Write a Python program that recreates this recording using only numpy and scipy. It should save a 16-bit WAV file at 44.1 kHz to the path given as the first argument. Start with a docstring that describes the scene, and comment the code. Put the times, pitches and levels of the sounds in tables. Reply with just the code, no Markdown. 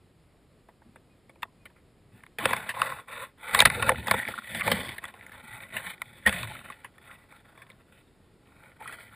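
"""Kayak among dead branches

A plastic kayak drifts into dead branches on a calm lake, heard from a housed camera on its stern.
Dry bark drags over the boat by stick-slip friction, driving the resonances of twigs, limb and hull.
Twigs catch, spring free and knock; the hollow hull booms under the heavier strokes.
Water laps faintly, and a far bird gives three notes."""
import sys
import numpy as np
from scipy import signal
from scipy.fft import rfft, irfft, next_fast_len
from scipy.io import wavfile
from scipy.ndimage import uniform_filter1d

SR = 44100
rng = np.random.default_rng(int(sys.argv[2]) if len(sys.argv) > 2 else 0)


def to_wav(sig):
    """Store sig (one row per channel, or 1-D mono) as 16-bit WAV at the path in sys.argv[1].

    Samples outside -1..1 are clipped; the rate is SR.
    """
    pcm = np.clip(np.atleast_2d(sig), -1, 1) * 32767
    pcm = np.round(pcm).astype(np.int16)
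    wavfile.write(sys.argv[1], SR, pcm.T)  # frames by channels


N = 403515
TIME = np.arange(N) / SR

# Spectrum of open water and air. Each row: frequency in Hz, relative spectral density in dB.
LAKE_SPECTRUM = [(15, -37.5), (25, -11), (101, -5), (264, -10.5), (394, -13), (709, -20), (879, -24),
                 (1280, -24.5), (1420, -28.5), (2020, -27), (2780, -31), (5420, -34.5), (6040, -37),
                 (12100, -36.5), (15000, -47)]
# A far bird's notes. Each row: centre in seconds, pitch in Hz, level in dB.
BIRD_NOTES = [(0.935, 2400, -76), (1.12, 2480, -69), (1.62, 2460, -67)]

# Modes of the hollow hull, its panels, the thick limb, the twigs, the bark's grit and cracking wood.
# Each row: frequency in Hz, bandwidth in Hz, relative gain in dB.
HULL_MODES = [(41.6, 14, -8.5), (72.4, 9.2, 0), (114, 27, 3.5), (177, 19, 1), (218, 36, 0.5),
              (277, 17, -10.5), (324, 91, -14)]
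PANEL_MODES = [(450, 70, -9), (533, 44, -1), (660, 65, -3), (848, 52, 0), (955, 70, -8)]
LIMB_MODES = [(1020, 180, -2.5), (1064, 90, 5.5), (1403, 120, 6.5), (1606, 170, -4.5)]
TWIG_MODES = [(1794, 109, 3), (1865, 56, 1.5), (1959, 62, 4.5), (2290, 160, 0.5), (2560, 120, -2.5),
              (3038, 140, -7), (3426, 104, -3.5), (3712, 160, -4.5), (4390, 590, -16.5)]
GRIT_MODES = [(7330, 830, -20.5), (8520, 110, 0), (9720, 460, -5), (9770, 1120, 6), (10130, 1800, 1),
              (14200, 530, -3.5)]
CRACK_MODES = [(3450, 160, -1), (4847, 2700, -11), (6700, 2000, -10.5), (8240, 520, -2), (10010, 590, 2.5),
               (14900, 800, -2)]

# Soft pushes on the hull. Each row: centre in seconds, level in dB.
NUDGES = [(0.88, -51), (2.15, -53.5), (3.672, -31)]
# Skids that set one mode of twig or hull singing.
# Each row: centre in seconds, half-length in seconds, level in dB, frequency in Hz.
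SLIDES = [(1.433, 0.0028, -39.5, 3480), (1.488, .0074, -51, 1020), (2.45, .03, -39, 300),
          (2.707, 0.0074, -31, 1850), (2.784, 0.073, -40, 985), (3.607, 0.0038, -13.5, 3285),
          (3.66, 0.022, -33, 44), (3.785, .03, -35, 488), (3.906, 0.044, -28, 526),
          (3.907, 0.025, -30.5, 866), (3.99, 0.054, -41, 70), (4.134, .06, -38, 199),
          (4.197, 0.065, -33.5, 1893), (4.558, .025, -40.5, 211), (4.612, 0.019, -27.5, 2100),
          (4.625, 0.038, -38, 1153), (4.693, 0.045, -30.5, 537), (4.73, .09, -36.5, 189),
          (4.79, 0.089, -43.5, 510), (6.271, .013, -14.5, 1865), (6.287, .025, -32.5, 205),
          (6.29, .03, -37, 70), (6.37, 0.055, -55, 660), (6.453, 0.085, -40, 114), (6.512, 0.016, -41, 850),
          (6.555, 0.0059, -36.5, 1390), (7.103, 0.031, -51, 1370), (7.48, 0.014, -57, 1447),
          (7.349, .017, -54.5, 1370), (7.711, 0.0098, -50.5, 3580), (8.819, 0.023, -43.5, 886),
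          (8.863, 0.011, -42.5, 1250), (8.937, .01, -47, 1420)]
# Strokes of bark over the boat. Each row: start, hardest moment and end in seconds,
# twig drive in dB, then limb drive and hull drive in dB relative to the twigs.
STROKES = [(2.126, 2.148, 2.29, -61.5, -5, -3), (2.399, 2.445, 2.7, -33.5, 0, -7.5),
           (2.744, 2.843, 3.01, -35.5, 1.5, -10.5), (3.083, 3.242, 3.264, -39.5, 0.5, -16),
           (3.38, 3.42, 3.55, -52.5, -0.5, -14), (3.43, 3.54, 3.53, -37.5, 1, -20),
           (3.532, 3.587, 3.625, -23, -4, -14), (3.655, 3.671, 3.69, -27.5, -2.5, -2),
           (3.676, 3.754, 3.85, -34.5, -3, -0.5), (3.796, 3.904, 3.92, -31.5, 2.5, 0.5),
           (3.914, 3.948, 4.28, -44, -4, 4.5), (4.062, 4.146, 4.18, -33, -3, -9),
           (4.137, 4.19, 4.26, -33.5, -5, -8.5), (4.257, 4.295, 4.42, -39.5, -6.5, -6),
           (4.394, 4.492, 4.52, -45, -9.5, -14), (4.494, 4.61, 4.62, -34, -9, -7),
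           (4.632, 4.676, 4.936, -31, -5.5, -3.5), (4.86, 4.872, 5, -41.5, -4.5, -4.5),
           (4.945, 5.055, 5.13, -49, -1, -6), (5.1, 5.184, 7.19, -56.5, 0.5, -4),
           (5.43, 5.55, 5.75, -45.5, -4, -6), (5.729, 5.748, 5.9, -37.5, -3.5, -7.5),
           (5.784, 5.903, 5.93, -37.5, -7, -14.5), (6.022, 6.077, 6.15, -54, -6, -2),
           (6.129, 6.13, 6.43, -53.5, -7.5, -4), (6.27, 6.262, 6.31, -25, -5, -4),
           (6.31, 6.332, 6.61, -36, -7, -4), (6.57, 6.59, 6.62, -57.5, -2, -4),
           (6.63, 6.66, 6.82, -50.5, -2.5, -6), (7.017, 7.119, 7.26, -53, -2.5, -11),
           (7.291, 7.32, 7.42, -54.5, -1, -10), (7.45, 7.569, 7.82, -60, 2, -8.5),
           (7.87, 7.989, 8.1, -62, -4.5, -3), (8.457, 8.66, 8.85, -61, 1.5, -9),
           (8.804, 8.91, 9.18, -47, -4.5, -9)]
# Twigs striking the boat, each level being the energy spread over 10 ms.
# Each row: start in seconds, twig, limb and panel levels in dB, decay time of the crunch in seconds.
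KNOCKS = [(0.686, -60, -57, -51.5, 0.0085), (0.818, -68, -63, -57, .004),
          (0.958, -52.5, -51, -53.5, 0.0055), (1.294, -54, -61, -55.5, 0.0058),
          (1.357, -64, -70, -60, 0.0022), (1.421, -44, -53, -59, 0.0073), (1.4302, -33, -31.5, -51, 0.0025),
          (1.451, -66, -59, -53, .004), (1.6545, -45, -48.5, -55, 0.0074), (1.7, -65, -66, -69, 0.0077),
          (1.761, -61.5, -61, -69, 0.021), (2.235, -50.5, -52.5, -65, 0.0022),
          (2.264, -52.5, -57, -76, .001), (2.385, -30.5, -46, -37.5, 0.0056),
          (2.4554, -20, -20.5, -23.5, 0.002), (2.507, -32, -35, -31.5, 0.0043),
          (2.5314, -25.5, -23, -31, 0.0036), (2.565, -33.5, -57, -37, 0.0025),
          (2.691, -27.5, -39.5, -43.5, 0.014), (2.8173, -26, -18.5, -39, 0.00055),
          (3.5473, -18.5, -21.5, -35, 0.0017), (3.5902, -18, -26, -30, 0.0058),
          (3.603, -9, -19, -25, 0.0013), (3.615, -23, -34, -36, 0.0016), (3.621, -19, -25, -22.5, 0.0011),
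          (3.6521, -19, -22, -35, 0.0014), (3.6552, -10.5, -14, -23.5, 0.0028),
          (3.7, -27.5, -31.5, -43.5, .002), (3.824, -24.5, -25.5, -52, 0.0047),
          (3.8922, -18, -20, -27, 0.0021), (3.917, -35, -40, -29, 0.0033), (4.07, -30, -46, -36.5, 0.0077),
          (4.081, -31.5, -31, -30, 0.0027), (4.1107, -18.5, -19.5, -24.5, 0.0024),
          (4.139, -45, -28, -26, 0.0054), (4.285, -34.5, -41, -35, 0.0029),
          (4.548, -33, -43, -39.5, 0.0023), (4.678, -26.5, -30, -25, 0.0023),
          (4.7155, -20.5, -28.5, -24.5, 0.0054), (4.9815, -35, -54, -51, 0.0032),
          (5.04, -37, -40, -55, 0.0025), (5.053, -40, -58, -54, .0015), (5.081, -44, -52, -57, 0.0068),
          (5.294, -51, -64, -66, .003), (5.139, -52, -53, -52, .004), (5.264, -45, -60, -65, 0.0057),
          (5.319, -46, -65, -72, 0.0049), (5.766, -28, -47, -45, 0.0098), (6.0176, -32, -37, -50, 0.0011),
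          (6.2618, -24, -26, -30, 0.0068), (6.2715, -23, -29, -26.5, 0.0096),
          (6.2925, -28, -37, -36, 0.0026), (6.326, -30, -37, -58, 0.0037),
          (6.43, -35.5, -38.5, -52, 0.0014), (6.473, -43, -57, -63, 0.0011),
          (6.7, -43.5, -38.5, -51, 0.0044), (6.845, -40.5, -45, -50.5, 0.01),
          (6.981, -52, -55.5, -66, 0.0026), (7.323, -53, -57.5, -59.5, .003),
          (7.575, -54, -61, -59, 0.0037), (7.6178, -46, -54.5, -64, 0.0073),
          (7.701, -49.5, -62.5, -61, 0.0029), (8.808, -51.5, -55, -54, .006),
          (8.824, -51, -52, -49.5, .003), (8.8758, -38, -47, -64, 0.0036), (8.924, -41, -47, -54, 0.008)]
# Narrow bands missing from the treble, near 6 and 12 kHz. Each row: frequency in Hz, bandwidth in Hz.
TREBLE_NOTCHES = [(5840, 1400), (6314, 560), (12060, 840), (11770, 1200)]


def from_db(db):
    """Amplitude ratio of a level in decibels."""
    return 10 ** (np.asarray(db) / 20)


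def unit_rms(x):
    """Normalisation to unit mean power."""
    return x / np.sqrt(np.mean(x ** 2) + 1e-20)


def drift(rate_hz):
    """Two-pole low-pass noise: a slow random wander of unit spread."""
    step, settle = 40, 2000   # samples per point; points left for the filter to settle
    pole = np.exp(-2 * np.pi * rate_hz * step / SR)
    noise = rng.standard_normal(N // step + settle + 2)
    slow = signal.lfilter([1], [1, -2 * pole, pole * pole], noise)[settle:]
    return np.interp(np.arange(N) / step, np.arange(len(slow)), unit_rms(slow))


def butterworth(x, hz, kind, order=2):
    """A filter with a maximally flat passband."""
    return signal.sosfilt(signal.butter(order, hz, kind, fs=SR, output="sos"), x)


def swell(centre_s, half_length_s):
    """A Gaussian envelope: a smooth rise and fall around one moment."""
    return np.exp(-np.minimum(2 * ((TIME - centre_s) / half_length_s) ** 2, 60))


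def steady(x, span_s):
    """Division by the running rms holds the power even and keeps the faster grain."""
    return x / np.sqrt(np.abs(uniform_filter1d(x * x, int(span_s * SR))) + 1e-14)


def shaped_noise(spectrum):
    """Spectral weighting colours white noise; the result has unit power."""
    hz, db = np.transpose(spectrum)
    size = next_fast_len(N)
    bins_hz = np.maximum(np.fft.rfftfreq(size, 1 / SR), 1)
    gain = from_db(np.interp(np.log(bins_hz), np.log(hz), db))
    return unit_rms(irfft(rfft(rng.standard_normal(size)) * gain, size)[:N])


def resonate(force, modes, wander_db=0):
    """Modal superposition, neighbours in opposite sense; a travelling contact varies each one's drive."""
    out = 0
    for k, (hz, width, db) in enumerate(modes):
        radius = np.exp(-np.pi * width / SR)
        feedback = [1, -2 * radius * np.cos(2 * np.pi * hz / SR), radius ** 2]
        drive = force * from_db(wander_db * drift(2.3)) if wander_db else force
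        ring = signal.lfilter([1, 0, -1], feedback, drive + 1e-18)
        out = out + (-1) ** k * (1 - radius ** 2) * from_db(db) * ring
    band_hz = [0.55 * modes[0][0], min(1.325 * modes[-1][0], SR / 2 - 1000)]
    return butterworth(out, band_hz, "band", order=3)


def slips(per_s, spread_db, clump_db, clump_hz):
    """Stick-slip friction: a Poisson train of tiny, uneven jerks whose strength comes in clumps."""
    sizes = from_db(spread_db * np.minimum(rng.exponential(1, N), 4)) * rng.choice([-1, 1], N)
    slipping = rng.random(N) < per_s / SR
    return sizes * slipping * from_db(clump_db * drift(clump_hz))


def lake():
    """Lapping is coloured noise, in phase at both ears; faint wind and wash arrive in antiphase."""
    lapping = from_db(-60.5) * shaped_noise(LAKE_SPECTRUM) * from_db(0.38 * drift(9.2))
    wind = from_db(-82.5) * unit_rms(butterworth(rng.standard_normal(N), 45, "low", order=1))
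    wash = from_db(-77) * shaped_noise(LAKE_SPECTRUM)
    return lapping + (wind + wash) * [[1], [-1]]


def bird():
    """Faint notes from the shore: pure tones under Gaussian envelopes."""
    return sum(from_db(db) * swell(centre, 0.03) * np.sin(2 * np.pi * hz * TIME)
               for centre, hz, db in BIRD_NOTES)


def nudges():
    """Forced vibration: a soft push drives the hull's low modes into a dull thud."""
    push = sum(from_db(db) * swell(centre, 0.029) for centre, db in NUDGES)
    return push * steady(resonate(rng.standard_normal(N), HULL_MODES), span_s=0.04)


def slides():
    """Frictional excitation: a skidding twig feeds a run of slips into a single resonance."""
    force = slips(per_s=4900, spread_db=7.5, clump_db=-7.5, clump_hz=170)
    out = np.zeros(N)
    for centre, half_length, db, hz in SLIDES:
        near = slice(max(int((centre - 0.25) * SR), 0), int((centre + 0.25) * SR))
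        singing = steady(resonate(force[near], [(hz, 8 + hz / 24, 0)]), span_s=0.037)
        out[near] += from_db(db) * swell(centre, half_length)[near] * singing
    return out


def snags(twig_gain):
    """Impulse responses: knots in the bark catch now and then, ringing the limb or a twig."""
    ticks = 0
    for modes, db in ((LIMB_MODES, -8), (TWIG_MODES, -5)):
        catches = slips(per_s=18, spread_db=2, clump_db=3, clump_hz=12)
        release = butterworth(catches, 2400, "low")   # a snag lets go gently
        ticks = ticks + from_db(db) * unit_rms(resonate(release, modes, wander_db=3))
    # under heavy pressure the bark grinds on evenly, so snags grow no further
    return np.minimum(twig_gain, from_db(-44)) * ticks


def stroke_pressure(start, hardest, end):
    """Friction sound follows the normal force: the bark grips, presses, eases and lifts off."""
    grip_db_per_s, lift_db_per_s = 1800, 400
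    db = np.interp(TIME, [start, hardest, end], [-8, 0, -13.5])
    db -= grip_db_per_s * np.maximum(start - TIME, 0) + lift_db_per_s * np.maximum(TIME - end, 0)
    return from_db(np.maximum(db, -120))


def contact_gains():
    """Mechanical coupling: twigs, limb, panels and hull each follow the stroke driving them hardest."""
    resting_rub = from_db(-79) * (TIME > 3.5)   # a branch comes to lie on the boat
    gains = np.ones((4, 1)) * resting_rub + 1e-7
    for start, hardest, end, twig_db, limb_db, hull_db in STROKES:
        # the panels move with the limb and partly with the whole hull
        panel_db = limb_db - 1.5 + 0.21 * (hull_db - limb_db)
        peaks = from_db(twig_db + np.array([[0], [limb_db], [panel_db], [hull_db]]))
        gains = np.maximum(gains, peaks * stroke_pressure(start, hardest, end))
    firm_db, skip_db, skip_hz = -45.5, 2.5, 22   # below the firm level a twig skips along
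    lightness = 1 / (1 + (gains[0] / from_db(firm_db)) ** 2)
    return gains * from_db(skip_db * lightness * drift(skip_hz))


def scrape(twig_gain, limb_gain, panel_gain, hull_gain):
    """Source and filter: one stream of slips shakes twigs, limb, panels and hull, and the grit hisses."""
    force = slips(per_s=6000, spread_db=3.5, clump_db=2, clump_hz=32)
    twigs = twig_gain * steady(resonate(force, TWIG_MODES, wander_db=3), span_s=0.22)
    limb = limb_gain * steady(resonate(force, LIMB_MODES, wander_db=3), span_s=0.067)
    panels = panel_gain * steady(resonate(force, PANEL_MODES, wander_db=3), span_s=0.038)
    hull = hull_gain * steady(resonate(force, HULL_MODES, wander_db=3), span_s=0.14)
    grit_gain = twig_gain * (twig_gain / limb_gain) ** 0.1   # more hiss when a stroke spares the limb
    grit = grit_gain * steady(resonate(force, GRIT_MODES), span_s=0.091)
    wood = from_db(-1) * twigs + from_db(-1.9) * limb + from_db(-8.5) * grit
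    return wood + from_db(-1.5) * panels + from_db(-1) * hull


def knocks():
    """Impact and free decay: a twig taps and crunches; contact damps the wood while the hull rings on."""
    t = np.arange(SR // 9) / SR
    out = np.zeros(N + len(t))
    damping = [1, 1.92, 1]   # pressed wood has wider resonances
    pressed_twigs, pressed_limb = np.array(TWIG_MODES) * damping, np.array(LIMB_MODES) * damping
    for start_s, twig_db, limb_db, panel_db, crunch_s in KNOCKS:
        crunch = np.exp(-t / max(crunch_s, 7e-4)) + from_db(-26) * np.exp(-t / 0.008)
        force = rng.standard_normal(len(t)) * crunch
        force[0] += 2.8   # the tap
        # a gentle touch stays in contact longer and sounds rounder
        rounded = butterworth(force, min(12000 * from_db(0.47 * twig_db), 15000), "low")
        push = rounded + 14 * (t == 0)   # the heavy hull feels mostly the one push of the landing
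        crack_db = 1.088 * twig_db - 5   # hard blows splinter, gentle ones only tap
        parts = ((rounded, pressed_twigs, twig_db), (rounded, pressed_limb, limb_db),
                 (push, PANEL_MODES, panel_db), (push, HULL_MODES, panel_db - 9.5),
                 (force, CRACK_MODES, crack_db))
        start = int(start_s * SR)
        for drive, modes, db in parts:
            # each landing point favours other modes
            struck = [(hz, width, mode_db + 4 * rng.standard_normal()) for hz, width, mode_db in modes]
            ring = resonate(drive, struck)
            out[start:start + len(t)] += from_db(db) * ring * np.sqrt(0.01 * SR / np.sum(ring ** 2))
    return out[:N]


def scene():
    """Structure-borne sound reaches both ears alike; delayed antiphase traces add a little width."""
    twig_gain, limb_gain, panel_gain, hull_gain = contact_gains()
    hits = knocks()
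    scraping = scrape(twig_gain, limb_gain, panel_gain, hull_gain)
    contact = scraping + snags(twig_gain) + hits + slides() + nudges()
    knock_side = from_db(-22) * np.roll(butterworth(hits, 3300, "high"), SR // 900)
    boom_side = from_db(-26) * np.roll(butterworth(contact, 260, "low"), SR // 120)
    return contact + (knock_side + boom_side) * [[1], [-1]] + lake() + bird()


def record(dry):
    """Notches near 6 and 12 kHz hollow the treble, hard cracks saturate the mic, and the top is cut."""
    overload, cutoff_hz = 0.78, 14650
    for hz, width in TREBLE_NOTCHES:
        dry = signal.lfilter(*signal.iirnotch(hz, hz / width, fs=SR), dry)
    saturated = dry / (1 + (dry / overload) ** 4) ** 0.25
    return signal.sosfilt(signal.ellip(10, 0.5, 80, cutoff_hz, fs=SR, output="sos"), saturated)


dry = scene()
out = record(dry)
to_wav(out)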